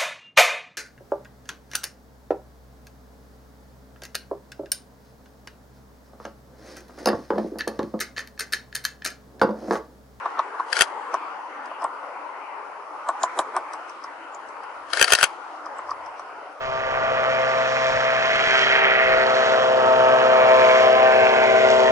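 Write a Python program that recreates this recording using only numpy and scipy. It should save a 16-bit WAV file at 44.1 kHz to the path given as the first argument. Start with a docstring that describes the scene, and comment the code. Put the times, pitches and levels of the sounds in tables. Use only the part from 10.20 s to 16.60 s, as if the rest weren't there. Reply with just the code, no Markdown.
"""Outdoors, near a dead branch: traffic and leaves hiss far off, as noise bands that flicker and drift.
Close on the left a reflex camera fires once, later three times in a row: noise bursts ring body modes
for latches, mirror and shutter, over a wind motor that rattles the same modes.
A small woodpecker taps a few metres off: noisy beak ticks on bark, clicks through resonances for the wood.
The loudest hits overload the recorder."""
import sys
import numpy as np
from scipy import signal
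from scipy.fft import rfft, irfft
from scipy.io import wavfile
from scipy.ndimage import uniform_filter1d

SR = 44100
rng = np.random.default_rng(int(sys.argv[2]) if len(sys.argv) > 2 else 0)


def transcribe(u):
    """Save the signal u as a 16-bit wav file named by the first command-line argument.

    u: samples, shape (n,) or (channels, n), limited to [-1, 1]; the rate is SR.
    q: integer samples, one column per channel.
    """
    v = np.clip(np.atleast_2d(u).T, -1, 1)
    q = np.round(v * 32767).astype(np.int16)
    wavfile.write(sys.argv[1], SR, q)


N = 282240


def undb(db):
    """Decibels to gain."""
    return 10 ** (np.asarray(db) / 20)


def unit(x):
    """Scaled to rms 1."""
    return x / np.sqrt(np.mean(x ** 2))


def peak(x, db):
    """Scaled so that the highest swing of the channel mean is db."""
    return x * undb(db) / np.abs(np.mean(np.atleast_2d(x), axis=0)).max()


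def clack_level(x, db):
    """Scaled to db rms over the first 10 ms."""
    return x * undb(db) / np.sqrt(np.mean(x[:, :SR // 100] ** 2))


def pan(left_minus_right_db):
    """Left and right gains, half the difference each."""
    return undb(np.array([left_minus_right_db, -left_minus_right_db]) / 2)


def band(x, hz, width_hz):
    """Resonance of gain 1 at its centre."""
    return signal.lfilter(*signal.iirpeak(hz, hz / width_hz, fs=SR), x)


def band_twice(x, hz, width_hz):
    """Two equal resonances in a row: steeper skirts."""
    return band(band(x, hz, width_hz), hz, width_hz)


def swell(x, hz, width_hz):
    """Three resonances in a row: a click becomes a packet that swells and fades."""
    return band(band_twice(x, hz, width_hz), hz, width_hz)


def between(x, lo_hz, hi_hz):
    """Steep band-pass."""
    return signal.sosfilt(signal.butter(3, [lo_hz, hi_hz], "bandpass", fs=SR, output="sos"), x)


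def low(x, hz, order=14):
    """Very steep low-pass."""
    return signal.sosfilt(signal.ellip(order, .3, 80, hz, fs=SR, output="sos"), x)


def burst(rise_s, fall_s, size=4096):
    """Envelope of a contact: quick rise, exponential fall, top 1."""
    t = np.arange(size) / SR
    e = (1 - np.exp(-t / rise_s)) * np.exp(-t / fall_s)
    return e / e.max()


def click(ms, at_ms):
    """Triangle one sample to each side of at_ms: a click placed between samples."""
    return np.maximum(1 - np.abs(ms - at_ms) * SR / 1000, 0)


def ring(push, hz, t60_s):
    """A decaying mode driven by a push: one complex pole."""
    pole = np.exp(2j * np.pi * hz / SR - np.log(1000) / (t60_s * SR))
    return signal.lfilter([1], [1, -pole], push).imag


def add(out, s, x):
    """Mix x in at time s."""
    i = int(s * SR)
    out[:, i:i + x.shape[-1]] += x[..., :N - i]


def walk(rate_hz):
    """Random levels held 1 / rate_hz and slewed twice; spread near 1."""
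    hold = int(SR / rate_hz)
    steps = np.repeat(rng.standard_normal(N // hold + 1), hold)
    return 1.69 * uniform_filter1d(uniform_filter1d(steps, hold), hold)[:N]


# faint deep rumble near 80 Hz: (time [s], level [dB rms])
RUMBLE = [(0, -79), (1.4, -84), (4.6, -75.5), (5.3, -81), (5.8, -70.5), (6.4, -73.5)]


def rumble():
    """Noise through a low resonance, level wandering, partly alike left and right."""
    t = np.arange(N) / SR
    noise = rng.standard_normal(N) + 0.78 * rng.standard_normal((2, N))
    deep = band_twice(noise, 82, 60) * undb(3.34 * walk(11))
    return unit(deep) * undb(np.interp(t, *np.transpose(RUMBLE)))


# spectral shape of traffic and leaves: (frequency [Hz], relative density [dB per Hz])
HISS_SHAPE = [(76, -72), (130, -41.5), (258, -21.5), (294, -12), (382, -13.5), (585, -7), (642, -7.5),
              (966, 0.5), (1210, -3), (1450, -5), (1660, -13), (3050, -23.5), (3480, -31.5), (4680, -33),
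              (11000, -43.5), (14300, -82), (22000, -120)]
# (time [s], level under 3 kHz [dB rms], level above [dB rms], left minus right [dB])
HISS_LEVEL = [(0, -33.5, -60, 2.5), (.45, -34.5, -61, 3), (.9, -33.5, -59, 4), (1.23, -36, -62, 3),
              (2.33, -35, -63.5, 4), (2.66, -38, -64, 2.5), (3.12, -34, -56, 1), (3.44, -36, -59.5, 2.1),
              (4.12, -37.5, -63, 3), (5.2, -36.5, -60.5, 3), (5.8, -37, -62, 1.4),
              (6.27, -36.5, -63.5, 2.5), (6.4, -42.5, -64, 3)]
# (frequency [Hz], left-right correlation [-1 to 1])
ALIKE = [(60, .7), (130, 0.29), (290, 0.91), (640, 0.83), (1400, 0.47), (3100, 0.044), (6800, 0.1)]


def hiss():
    """Shaped noise in quarter-octave bands, each flickering and drifting alone; correlation by mid and side."""
    t = np.arange(N) / SR
    s, *columns = np.transpose(HISS_LEVEL)
    low_db, treble_db, pan_db = (np.interp(t, s, c) for c in columns)
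    bins_hz = np.fft.rfftfreq(N, 1 / SR) + 1e-9
    shape_hz, shape_db = np.transpose(HISS_SHAPE)
    alike_hz, correlation = np.transpose(ALIKE)
    alike = np.clip(np.interp(np.log(bins_hz), np.log(alike_hz), correlation), 0, .99)
    shape = undb(np.interp(np.log(bins_hz), np.log(shape_hz), shape_db))
    mid, side = rfft(rng.standard_normal((2, N))) * shape * np.sqrt([1 + alike, 1 - alike])
    pair = np.array([mid + side, mid - side])
    bass, treble = np.zeros((2, N)), np.zeros((2, N))
    for step in range(-14, 16):  # quarter octaves from 1 kHz
        is_bass = step <= 6
        share = np.clip(1 - np.abs(4 * np.log2(bins_hz / 1000) - step), 0, 1)
        flicker_db = (2.1 if is_bass else 1.1) * walk(14)
        drift_db = 0.9 * walk(3.006)
        part = bass if is_bass else treble
        part += undb(flicker_db + drift_db) * irfft(pair * share, N)
    return (unit(bass) * undb(low_db) + unit(treble) * undb(treble_db)) * pan(pan_db)


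# faint treble bands: (centre [Hz], width of each of two passes [Hz], middle level [dB rms])
WAVER = [(4510, 300, -72.5), (5240, 640, -72.5), (5980, 300, -77.5), (9900, 900, -76.5)]


def waver():
    """Narrow noise bands in the treble; each wavers slowly and quickly by itself."""
    out = np.zeros((2, N))
    for hz, width_hz, db in WAVER:
        noise = band_twice(rng.standard_normal((2, N)), hz, width_hz)
        out += unit(noise) * undb(db + 1.5 * walk(4.1) + 1.5 * walk(25))
    return out


# runs of frames, one per button press: (mirror slap times [s])
PRESSES = [
    [0.6089],
    [4.8134, 4.9217, 5.029],
]
# The four clack tables: (time from slap [ms], low modes over 10 ms, before the body filter [dB rms],
# top snap peak [dB], then mode groups near 3, 4.7, 6.2, 7.7, 9.7 kHz [dB re low modes])
# once per press, as the button goes down
RELEASE = [(-84.5, -33, -70, -11, -10, -20, -25, -20), (-80.5, -18.5, -60, -10.5, -4, -23.5, -24, -16.5)]
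# every frame
CYCLE = [(-50, -31, -70, -18, -11, -23, -24, -22), (-42, -19, -67, -15, -9, -23, -24, -19.5),
         (-32.5, -29.5, -70, -14, -9, -16, -22, -19.5), (-18.5, -23.5, -60, -2, -5, -11.5, -12.5, -10),
         (-7.5, -26, -60, -9, -10, -20, -15, -10), (-0.5, -12.5, -21, -1.5, -8.5, -11.5, -11.5, -11),
         (4, -24, -50, -3, -6, -10, -15.5, -12)]
# when another frame follows
RECOCK = [(11.98, -13.5, -20, 0.1, -5.5, -4, -8.5, -10), (28.9, -18.5, -30.5, -3, 1.3, -14, -11, -10.5)]
# after the last frame
REST = [(9.9, -16, -27, .7, -5.5, -6, -10, -8.5)]


def clacks():
    """Every contact in order as (s, levels): release, then each frame's cycle and its recock or rest."""
    rows = []
    for frames in PRESSES:
        for slap_s in frames:
            before = RELEASE if slap_s == frames[0] else []
            after = REST if slap_s == frames[-1] else RECOCK
            rows += [(slap_s + ms / 1000, *levels) for ms, *levels in before + CYCLE + after]
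    return rows


# camera body modes: (frequency [Hz], level within its group [dB], t60 [s], left minus right [dB])
BODY = [(740, -16.5, 0.046, 4), (1448, -6, 0.04, 5), (1600, -5.5, 0.024, 7.5), (1792, -6.5, 0.019, 8),
        (2186, -19.5, 0.024, 11), (2650, 1.5, 0.0069, 7.5), (3145, -1, 0.013, 10.5),
        (4065, -10, 0.0067, 13), (4630, -3, 0.008, 7), (5100, -8.5, 0.0074, 7), (6100, -18, 0.012, 0),
        (6430, -20, 0.0083, -0.5), (7450, -18, 0.0027, 0.5), (7900, -11, 0.0073, 5), (9350, -17, 0.012, 6),
        (10130, -20, 0.01, 1)]
# edges of the six mode groups: (index into BODY)
GROUP_EDGES = [0, 5, 7, 10, 12, 14, 16]


def clack(db, groups_db):
    """A noise burst and weaker bounce ring the body; treble reaches the two ports less alike.

    Also returns a modeless snap near the top of hearing."""
    noise, spot = rng.standard_normal((3, 4096)), rng.standard_normal((len(BODY), 2))
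    blow = burst(0.0011, 0.0018)
    bounce = blow + undb(-16.5) * burst(0.0023, 0.0084)
    modes = []
    for (hz, mode_db, t60_s, pan_db), (level, tune) in zip(BODY, spot):
        push = (noise[0] + min(hz / 3500, 1.2) * noise[1:]) * bounce
        gain = undb(mode_db + 2.8 * level) * pan(np.array([pan_db]))
        modes.append(gain * ring(push, hz * (1 + 0.013 * tune), t60_s))
    groups = zip([0] + groups_db, GROUP_EDGES, GROUP_EDGES[1:])
    struck = sum(clack_level(sum(modes[a:b]), db + group_db) for group_db, a, b in groups)
    snap = noise[1:] * (blow + undb(-27.0) * burst(.002, .004))
    return struck, between(between(snap, 9800, 13300), 10300, 18000)


# wind motor and gears: (time from slap [s], level before the body filter [dB rms])
MOTOR = [(-.15, -58), (-.088, -36.5), (-.055, -28.5), (-.008, -22.5), (.025, -28), (.052, -44.5),
         (.14, -60)]


def motor():
    """Rough gear noise rattles the body modes, their level spread and t60 reduced."""
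    gears = (rng.standard_normal(N) + 0.81 * rng.standard_normal((2, N))) * undb(1.7 * walk(310))
    whirr = unit(sum(undb(0.48 * db) * pan(np.array([pan_db])) * ring(gears, hz, 0.43 * t60_s)
                     for hz, db, t60_s, pan_db in BODY))
    t = np.arange(N) / SR
    level_s, level_db = np.transpose(MOTOR)
    frames_db = [np.interp(t - slap_s, level_s, level_db, left=-99, right=-99)
                 for frames in PRESSES for slap_s in frames]
    return undb(np.max(frames_db, axis=0)) * whirr


def camera():
    """Clacks and motor through the body filter; separately, the top snaps of the hard clacks."""
    out, top = np.zeros((2, N)), np.zeros((2, N))
    for s, db, top_db, *groups_db in clacks():
        struck, snap = clack(db, groups_db)
        add(out, s - .0005, struck)
        if top_db > -52:
            add(top, s - .0005, peak(snap * pan(np.array([8])), top_db))
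    body = out + motor()
    body = between(between(body, 1250, 16000), 1150, 18000) + undb(-3.5) * between(body, 380, 1000)
    return body, top


# branch modes: (frequency [Hz], level within its group [dB], t60 [s])
BRANCH = [(402, -5, 0.04), (588, -2, 0.026), (702, 7.5, 0.034), (830, 7, 0.025), (947, 4, 0.03),
          (1023, 16, 0.064), (1147, 13.5, 0.047), (1193, 8, 0.035), (1397, 1, 0.034), (1513, 0, 0.03),
          (1750, -4, 0.027), (2294, -17, 0.03), (3200, -21, 0.011)]
THUD_WIDTH_HZ, LOW_THUD_HZ, LOW_WIDTH_HZ = 334, 691, 226  # widths of each of three passes
RING_DB, HIGH_MODES_DB = -5, -12  # re thud
RING_WITH_LOW = .3  # weak low modes ring less above too [dB per dB]
SWELL_MS, STIR_MS, LINGER_MS = 1.4, 5, 16  # rise of the ring push, hard stir, gentle stir


def knock(ms, halo, db, low_db, lag_ms, thud_hz, gap_ms, rebound_db):
    """Blow and rebound click through resonances as a dry thud; noise, with a faint halo, rings the modes."""
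    noise, spot = rng.standard_normal((2, len(ms))), rng.standard_normal(len(BRANCH))
    late = np.maximum(ms - lag_ms, 0)
    stir = np.exp(-(late / STIR_MS) ** 2) + .45 * np.exp(-late / LINGER_MS)
    push = noise[0] * (1 - np.exp(-late / SWELL_MS)) * stir + undb(-11) * noise[1] * halo
    # each spot stirs the modes in other shares
    modes = [undb(mode_db + 2.0 * c) * ring(push, hz * (1 + 0.019 * c), t60_s)
             for (hz, mode_db, t60_s), c in zip(BRANCH, spot)]
    first = click(ms, lag_ms)
    blows = first + undb(rebound_db) * click(ms, lag_ms + gap_ms)
    thud = peak(swell(blows, thud_hz, THUD_WIDTH_HZ), db)
    low_thud = peak(swell(first, LOW_THUD_HZ * (1 + .04 * spot[0]), LOW_WIDTH_HZ), db + low_db)
    upper_db = db + RING_WITH_LOW * low_db
    low_ring = peak(between(sum(modes[:4]), 316, 880), db + low_db + RING_DB)
    mid_ring = peak(between(sum(modes[4:8]), 726, 1303), upper_db + RING_DB)
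    high_ring = peak(between(sum(modes[8:]), 1380, 4200), upper_db + HIGH_MODES_DB)
    return thud + low_thud + low_ring + mid_ring + high_ring


# bark colours: (centre [Hz], width before a factor 1.5 [Hz], relative level [dB])
BARK = [(2540, 400, -10), (3300, 880, -6), (3800, 310, -9), (5240, 820, -1.5), (5650, 400, -4),
        (6900, 920, -10), (8000, 340, -4), (9860, 1500, -9.5)]
SOFT_BELOW_DB, SOFT_HALO = -24, 0.72  # fainter ticks: narrower, longer, more halo [dB per dB]
SHARP_CLICK = 4.4  # click amplitude of a hard tick, re crackle


def tick(ms, halo, tick_db, tick_hz, bark_db):
    """Crackle, a sharp click and a noise halo, coloured by the beak band and patchy bark bands."""
    noise, spot = rng.standard_normal((3, len(ms))), rng.standard_normal(len(BARK))
    after = np.maximum(ms, 0)
    soft = max(SOFT_BELOW_DB - tick_db, 0)
    snap = after / (0.7 + 0.048 * soft)
    crack = (noise[0] + 0.38 * noise[1:]) * snap * np.exp(1 - snap)
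    crack += SHARP_CLICK / (1 + .9 * soft) * np.exp(-((ms - 1.3) / 0.031) ** 2)
    tail = undb(-9.5) * (1 - np.exp(-after / 2.8)) * np.exp(-after / 9)
    crack += noise[1:] * (tail + undb(-24.5 + SOFT_HALO * soft) * halo)
    out = band_twice(crack, tick_hz, 1800 / (1 + 0.094 * soft))
    for (hz, width_hz, colour_db), c in zip(BARK, spot):
        gain_db = colour_db + bark_db + 3.0 * c - .5 * soft * (hz < 4000)
        out += undb(gain_db) * band_twice(crack, hz, 1.5 * width_hz)
    return peak(out, tick_db)


# pecks: (time [s], thud peak [dB], low thud re thud [dB], thud lag [ms], thud frequency [Hz],
# rebound gap [ms], rebound re blow [dB], tick peak [dB], tick centre [Hz], bark colours relative [dB])
PECKS = [(0.056, -13, -10, 1.3, 1034, 6, -4, -42, 3820, -8),
         (0.1906, -10, -9, 1.58, 1110, 5.5, -0.5, -28.5, 3870, -9),
         (0.3463, -23.5, -18, 0.09, 1060, 6, -15, -57, 3800, -5),
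         (0.397, -13, -17, 0.82, 1050, 6.4, 1, -43, 4300, -11),
         (0.9394, -11, -4, 1.01, 1100, 7.3, 5, -28.5, 5840, -2),
         (1.4565, -37, 3.5, 3.1, 1050, 6, -10, -40, 6160, 1),
         (1.5108, -27, -1, 2.8, 1040, 6, -5, -56, 3010, -5),
         (1.619, -27.5, 1.5, 2.55, 1050, 6, -5.5, -42, 5230, -3),
         (1.641, -13.5, -7.5, 2.36, 1020, 4.5, 2.5, -24.5, 8350, -7),
         (2.8874, -11.5, -7.5, 1.83, 1100, 4.5, 0.5, -21.5, 7830, 0),
         (3.032, -14, -2.5, 2.48, 1040, 4.7, 1, -9.5, 6900, -3),
         (3.1889, -11.5, -2.5, 1.67, 1057, 7.5, -5, -10.5, 7700, 3),
         (3.364, -12.5, -3.5, 1.2, 1040, 7.5, -2.5, -21, 8500, -1),
         (3.5332, -24.5, -4, 4.3, 1110, 6.4, -6, -30, 5140, 9),
         (3.6943, -32, -16, 3.9, 1100, 6, -5, -41, 5840, -2),
         (3.8387, -25.5, -11, 2.5, 1130, 4.5, 6, -32.5, 5240, -7),
         (4.1462, -47, 11, 3, 1100, 6, -5, -35.5, 6980, -11),
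         (4.2847, -50, -2, 3, 1100, 6, -5, -45, 5940, -1),
         (4.434, -30, -11, 3.7, 1090, 6, -5, -44.5, 5000, -5),
         (5.4578, -24, -18, 6.9, 1120, 5, -12, -38.5, 5100, -6),
         (5.5831, -23, -8.5, 6.7, 1140, 4, -12, -39.5, 7650, -9),
         (5.689, -21, -23, 3.6, 1100, 4.6, -19, -49, 5200, -2),
         (5.7074, -16, -21, 3.7, 1110, 4, 9, -31.5, 5100, -11),
         (5.86, -54, -1, 3.3, 1100, 6, -5, -41, 5500, -5),
         (5.994, -25, -9.5, .1, 1100, 6, -7, -40, 4570, -5)]


def woodpecker():
    """Each peck: a bright tick on bark, then the wood's knock; faint noise swells and fades around it."""
    out = np.zeros((2, N))
    lead_ms = 50  # room for the noise before the blow
    ms = np.arange(4096) / SR * 1000 - lead_ms
    halo = np.exp(-(ms / 24) ** 2)
    for s, *knock_row, tick_db, tick_hz, bark_db in PECKS:
        wood = knock(ms, halo, *knock_row) * pan(np.array([1.2]))
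        add(out, s - lead_ms / 1000, tick(ms, halo, tick_db, tick_hz, bark_db) + wood)
    return out


MAIN_TOP_HZ = 11000  # top of everything but the snaps


def scene():
    """Everything is cut at MAIN_TOP_HZ except the top snaps of the hard camera clacks."""
    body, top = camera()
    return low(hiss() + rumble() + waver() + body + woodpecker(), MAIN_TOP_HZ) + top


OVERLOAD_FROM, THUMP_DB, TOP_HZ = .33, -10, 15900  # overload threshold [full scale 1]


def record(dry):
    """Right port a sample late; squared overload, low-passed, adds a one-sided thump; peaks clip; top is cut."""
    dry = np.array([dry[0], np.roll(dry[1], 1)])
    excess = np.clip(np.abs(dry) - OVERLOAD_FROM, 0, 1) ** 2
    dry = dry + undb(THUMP_DB) * signal.lfilter(*signal.butter(2, 520, fs=SR), excess)
    return np.clip(low(np.clip(dry, -1, 1), TOP_HZ, order=9), -1, 1)


dry = scene()
out = record(dry)
transcribe(out)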